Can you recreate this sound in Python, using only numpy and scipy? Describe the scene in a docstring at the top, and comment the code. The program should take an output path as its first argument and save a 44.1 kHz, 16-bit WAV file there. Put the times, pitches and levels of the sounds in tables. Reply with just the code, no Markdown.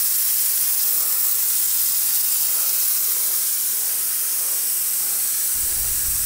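"""Tiled kitchen: steam jets from the vent pipe of a pressure cooker, a hand-held microphone close by.
The jet is shaped noise with a fluttering level, and the pipe whistles faintly as noise through resonances.
A light ball in the jet roars, as bands of noise, each time it sinks. Behind are room rumble, a motor hum
of sines and a late second tone. The microphone moves a step back midway, which dulls the hiss; its low-cut
filter switches off near the end and lets the rumble through."""
import sys
import numpy as np
from scipy import signal
from scipy.fft import rfft, irfft, next_fast_len
from scipy.io import wavfile
from scipy.ndimage import uniform_filter1d

SR = 44100
rng = np.random.default_rng(int(sys.argv[2]) if len(sys.argv) > 2 else 0)


def digitize_waveform(pressure):
    """Quantize a signal to 16-bit integers and store it at the path in sys.argv[1].

    Rows of a 2-D input are taken as channels; values are limited to [-1, 1].
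    """
    field = np.atleast_2d(pressure).T
    bounded = np.clip(field, -1, 1)
    quanta = np.round(bounded * 32767).astype(np.int16)
    wavfile.write(sys.argv[1], SR, quanta)


def how_loud(loudness_db):
    """Turn decibels into a plain amplitude multiplier (0 dB gives 1, 20 dB gives 10)."""
    steps = np.asarray(loudness_db, float) / 20
    return 10 ** steps


N = 275625  # samples, 6.25 s

# Jet hiss colour from close by: (frequency [Hz], relative density [dB per Hz])
HISS_NEAR = [(500, -34), (900, -23), (1200, -19), (2200, -19), (3500, -19), (4100, -14), (5400, -9),
             (6400, -10), (8000, -5.5), (10000, -4.5), (12000, -4), (13200, -2), (14800, -1), (15500, 1)]
# Jet hiss colour from a step back: (frequency [Hz], relative density [dB per Hz])
HISS_FAR = [(500, -34), (900, -24), (1600, -18), (2200, -20.5), (3600, -20), (4000, -17.5), (4800, -15),
            (5600, -11), (7000, -11), (8000, -7), (9300, -5.5), (10800, -5), (14800, -5), (15500, -3)]
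# Vent pipe resonances, as pitched from a step back: (frequency [Hz], width [Hz], relative level [dB])
PIPE_RESONANCES = [(8150, 420, 3.5), (9300, 430, -7), (5850, 220, -14)]
# Swell of the vent whistle: (time [s], level [dB])
WHISTLE_LEVEL = [(0, -48), (1.4, -44), (1.6, -38), (2.4, -42), (3, -50), (4.1, -46), (4.5, -37),
                 (5.3, -33.5), (6.25, -35)]
# Each sinking of the ball into the jet: (time [s], low roar level [dB], upper roar pitch [Hz])
BALL_SINKS = [(1.02, -50, 1250), (1.27, -54, 1210), (2.6, -51, 1360), (3.26, -51, 1000), (3.864, -53, 850),
              (4.48, -50.5, 1170), (5.104, -53, 805), (5.77, -53, 820)]
# Colour of the steady roar that runs throughout: (frequency [Hz], relative density [dB per Hz])
STEADY_ROAR_COLOUR = [(90, -35), (160, -6), (300, -5), (450, 9), (680, -9), (1000, -21), (1400, -10),
                      (2400, -80)]
# Room rumble colour: (frequency [Hz], relative density [dB per Hz])
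RUMBLE_COLOUR = [(3, -5), (10, 2.5), (27, -7), (43, -1), (50, 6.5), (62, 0.5), (78, -18), (97, -14.5),
                 (125, -16), (150, -18), (260, -21), (350, -25), (460, -38), (770, -100)]
# Motor hum partials: (multiple of the base note [1], relative level [dB])
HUM_PARTIALS = [(1, -0.5), (3, -15.5), (5, -13)]
# Swelling and fading of the motor hum: (time [s], level [dB])
HUM_LEVEL = [(0, -50), (.65, -46), (1.15, -55), (1.4, -44), (1.88, -44), (2, -53), (3, -50), (4.7, -56),
             (5.05, -45), (5.5, -49.5), (6.25, -47)]
# Response of the microphone's low-cut filter: (frequency [Hz], gain [dB])
LOW_CUT_GAIN = [(10, -41), (30, -46), (60, -31.5), (80, -16.5), (120, -10.5), (200, -5.5), (350, -2.5),
                (550, -1)]

STEP_FROM_S, STEP_TO_S = 2.8, 4  # the microphone moves away from the cooker
MOVE_S, MOVE_LENGTH_S = 3.85, 0.55  # centre and half length of the colour change during the move
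JET_NEAR_DB, JET_FAR_DB, SAG_DB_PER_S = -19.5, -21.5, 0.12  # the pressure sags slowly
DIP_S, DIP_LENGTH_S, DIP_DB = 1.26, 0.31, 3.5  # the lower hiss dips briefly
NOTCH_HZ, NOTCH_WIDTH_HZ, NOTCH_DB = 11900, 600, 3  # lid echo
MOVE_LIFT_HZ, MOVE_LIFT_WIDTH_HZ, MOVE_LIFT_DB = 6000, 500, 3  # band that swells during the move
NEAR_PITCH_RISE = 0.045  # the whistle sits this share higher from close by
STEADY_ROAR_DB = -58.5
LOW_ROAR_S, UPPER_ROAR_S = 0.19, 0.1  # half lengths
# The deeper the ball sinks, the higher both roars and the stronger the upper one
ROAR_REF_HZ, LOW_ROAR_HZ, LOW_ROAR_FOLLOWS = 1000, 440, 0.18
UPPER_DB, UPPER_DB_PER_OCTAVE = 1.8, 6  # upper roar relative to the low one
RUMBLE_DB = -38  # ahead of the low-cut filter
HUM_HZ = 80.4
LATE_TONE_HZ, LATE_TONE_DB, LATE_TONE_FROM_S = 120, -48.5, 5.72
EDGE_HZ = 15735  # nothing passes above
LOW_CUT_TOP_HZ, LOW_CUT_OFF_S = 900, 5.548


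def hiss():
    """Turbulent jet noise; distance takes its top, and lid and tile echoes leave slow narrow streaks."""
    t, hz = frame_grid(2048)
    far = distance(t)
    moving = bell(t, MOVE_S, MOVE_LENGTH_S)
    colour = np.outer(1 - far, read(HISS_NEAR, hz)) + np.outer(far, read(HISS_FAR, hz))
    lower_hiss = np.exp(-np.log((hz + 1) / 5000) ** 2 / 0.67)
    colour -= np.outer(DIP_DB * bell(t, DIP_S, DIP_LENGTH_S), lower_hiss)
    # the lid-echo notch fills in while the microphone moves
    colour -= np.outer(NOTCH_DB * (1 - moving), bell(hz, NOTCH_HZ, NOTCH_WIDTH_HZ))
    colour += np.outer(MOVE_LIFT_DB * moving, bell(hz, MOVE_LIFT_HZ, MOVE_LIFT_WIDTH_HZ))
    streaks = 0.42 * patches(2048, 0.53, 190)
    streaks += 1.2 * patches(2048, 0.26, 100)
    streaks += 1.95 * patches(2048, 0.36, 15.4)
    colour += streaks * np.clip(1.1 - hz / 40000, 0, 1)  # the treble comes more directly
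    colour -= 200 * (hz > EDGE_HZ)
    level_db = JET_NEAR_DB + (JET_FAR_DB - JET_NEAR_DB) * far - SAG_DB_PER_S * t
    steady = noise(unit_power(colour) + level_db[:, None], 2048)
    # the flutter is too quick for the long frames, so it acts on short ones
    spectra = signal.stft(np.pad(steady, (0, 1024)), nperseg=256, noverlap=192)[2]
    flutter = how_loud(sputter_db()).T
    return signal.istft(spectra[:, :flutter.shape[1]] * flutter, nperseg=256, noverlap=192)[1][:N]


def sputter_db():
    """Flow through the vent flutters, more so in the treble; the room evens it out further away."""
    t, hz = frame_grid(256)
    flutter = 0.88 * patches(256, 0.0028, 8300)
    flutter += 0.66 * patches(256, 0.012, 3900)
    flutter += 0.54 * patches(256, 0.029, 750)
    flutter -= uniform_filter1d(flutter, size=200, axis=0)  # quick changes only: the mean flow holds
    return flutter * np.outer(1 - 0.67 * distance(t), np.clip(hz / 4000, 0.5, 1))


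def whistle():
    """The vent pipe sings faintly on the turbulence: noise through narrow resonances."""
    s = np.arange(N) / SR
    rise = 1 + NEAR_PITCH_RISE * (1 - distance(s))
    tone = np.zeros(N)
    for hz, width, db in PIPE_RESONANCES:
        once = resonate(rng.standard_normal(N), hz * rise, width)
        tone += how_loud(db) * evened(resonate(once, hz * rise, width))
    return how_loud(curve(WHISTLE_LEVEL, s)) * tone


def ball():
    """The jet breaks on the ball: a broad low roar, and at the lowest point a shorter, higher one."""
    t, hz = frame_grid(1024)

    def hump(centre_hz, width):
        """A band of unit power, bell-shaped over log frequency."""
        shape = bell(np.log(hz + 1), np.log(centre_hz), width)
        return shape / shape.sum()

    steady_roar = how_loud(2 * (unit_power(read(STEADY_ROAR_COLOUR, hz)) + STEADY_ROAR_DB))
    power = steady_roar * np.ones((len(t), 1))
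    for s, low_db, upper_hz in BALL_SINKS:
        depth = np.log2(upper_hz / ROAR_REF_HZ)  # octaves
        low_hz = LOW_ROAR_HZ * 2 ** (LOW_ROAR_FOLLOWS * depth)
        upper_db = low_db + UPPER_DB + UPPER_DB_PER_OCTAVE * depth
        upper_band = hump(upper_hz, 0.091) + 1.03 * hump(0.5 * upper_hz, 0.53)
        power += how_loud(2 * low_db) * np.outer(bell(t, s, LOW_ROAR_S), hump(low_hz, 0.29))
        power += how_loud(2 * upper_db) * np.outer(bell(t, s, UPPER_ROAR_S), upper_band)
    return noise(10 * np.log10(power + 1e-20) + 1.75 * patches(1024, 0.06, 120), 1024)


def motor_hum():
    """A motor sounds odd multiples of a wavering base note, which swells most."""
    s = np.arange(N) / SR
    load_db = curve(HUM_LEVEL, s)
    mean_db = load_db.mean()
    waver = evened(uniform_filter1d(uniform_filter1d(rng.standard_normal(N), 9000), 9000))
    turns = np.cumsum(HUM_HZ * (1 + 0.0043 * waver)) / SR
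    hum = np.zeros(N)
    for k, db in HUM_PARTIALS:
        level_db = db + mean_db + (load_db - mean_db) / k
        hum += np.sqrt(2) * how_loud(level_db) * np.sin(2 * np.pi * k * turns)
    return hum


def late_tone():
    """A second, steady sine tone that sets in late."""
    s = np.arange(N) / SR
    onset = np.clip((s - LATE_TONE_FROM_S) / 0.05, 0, 1)
    return np.sqrt(2) * how_loud(LATE_TONE_DB) * np.sin(2 * np.pi * LATE_TONE_HZ * s) * onset


def room_rumble():
    """Low room noise whose bands drift slowly in level."""
    hz = frame_grid(4096)[1]
    colour = unit_power(read(RUMBLE_COLOUR, hz)) + 0.95 * patches(4096, 0.32, 35)
    return noise(colour, 4096) * how_loud(RUMBLE_DB)


def distance(t):
    """Microphone place: 0 close by, 1 a step back, with a smooth move between."""
    return np.sin(np.pi / 2 * np.clip((t - STEP_FROM_S) / (STEP_TO_S - STEP_FROM_S), 0, 1)) ** 2


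def bell(x, centre, width):
    """A smooth bump of height 1."""
    return np.exp(-((x - centre) / width) ** 2)


def evened(x):
    """Scales to rms 1."""
    return x / np.sqrt(np.mean(x ** 2) + 1e-20)


def read(points, hz):
    """A spectrum table at the frequencies hz, interpolated over log frequency."""
    f, value = np.transpose(points)
    return np.interp(np.log(hz + 1), np.log(f + 1), value)


def curve(rows, t):
    """A level table at the times t."""
    times, level = np.transpose(rows)
    return np.interp(t, times, level)


def frame_grid(size):
    """Frame times and bin frequencies of a short-time spectrum."""
    return np.arange(4 * N // size + 5) * size / 4 / SR, np.fft.rfftfreq(size, 1 / SR)


def patches(size, span_s, span_hz):
    """Random field of rms 1 over time and frequency, smooth over the given spans."""
    t, hz = frame_grid(size)
    field = rng.standard_normal((len(t), len(hz)))

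    def smoother(axis, span):
        """Transform of a Gaussian blur along one axis."""
        return np.exp(-0.5 * (np.pi * span * np.fft.fftfreq(len(axis), axis[1])) ** 2)

    blur = np.outer(smoother(t, span_s), smoother(hz, span_hz))
    return evened(np.fft.ifft2(np.fft.fft2(field) * blur).real)


def noise(field_db, size):
    """Noise whose short-time spectrum follows the field."""
    a, b = rng.standard_normal((*field_db.shape, 2)).transpose(2, 0, 1)
    spectra = ((a + 1j * b) * how_loud(field_db)).T
    # the root makes up for power lost where random frames overlap
    return signal.istft(spectra, nperseg=size, noverlap=3 * size // 4)[1][:N] * np.sqrt(3 / 2)


def unit_power(field_db):
    """Shifts each spectrum so that its power sums to 1."""
    return field_db - 10 * np.log10((how_loud(field_db) ** 2).sum(axis=-1, keepdims=True))


def resonate(x, hz, width):
    """Shifts the curve hz down to zero, smooths, and shifts back."""
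    turn = np.exp(2j * np.pi * np.cumsum(hz) / SR)
    r = np.exp(-np.pi * width / SR)
    return 2 * (turn * signal.lfilter([1 - r], [1, -r], x / turn)).real


def scene():
    """One microphone feeds both channels."""
    mono = hiss() + whistle() + ball() + motor_hum() + late_tone() + room_rumble()
    return np.tile(mono, (2, 1))


def band_limit(x):
    """A steep low-pass at the top of the band."""
    return signal.sosfilt(signal.butter(12, 17100, fs=SR, output="sos"), x)


def record(dry):
    """The microphone's low-cut filter holds the bass down until it switches off; the top is band-limited."""
    size = next_fast_len(N + SR)
    hz = np.fft.rfftfreq(size, 1 / SR)
    full = rfft(dry, size) * (hz < EDGE_HZ)
    low_cut_db = read(LOW_CUT_GAIN + [(LOW_CUT_TOP_HZ, 0)], hz)
    cut = irfft(full * how_loud(low_cut_db), size)[:, :N]
    whole = irfft(full, size)[:, :N]
    off = np.clip((np.arange(N) / SR - LOW_CUT_OFF_S) / 0.006, 0, 1)  # 6 ms crossfade
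    mix = (1 - off) * cut + off * whole
    return band_limit(mix)


dry = scene()
out = record(dry)
digitize_waveform(out)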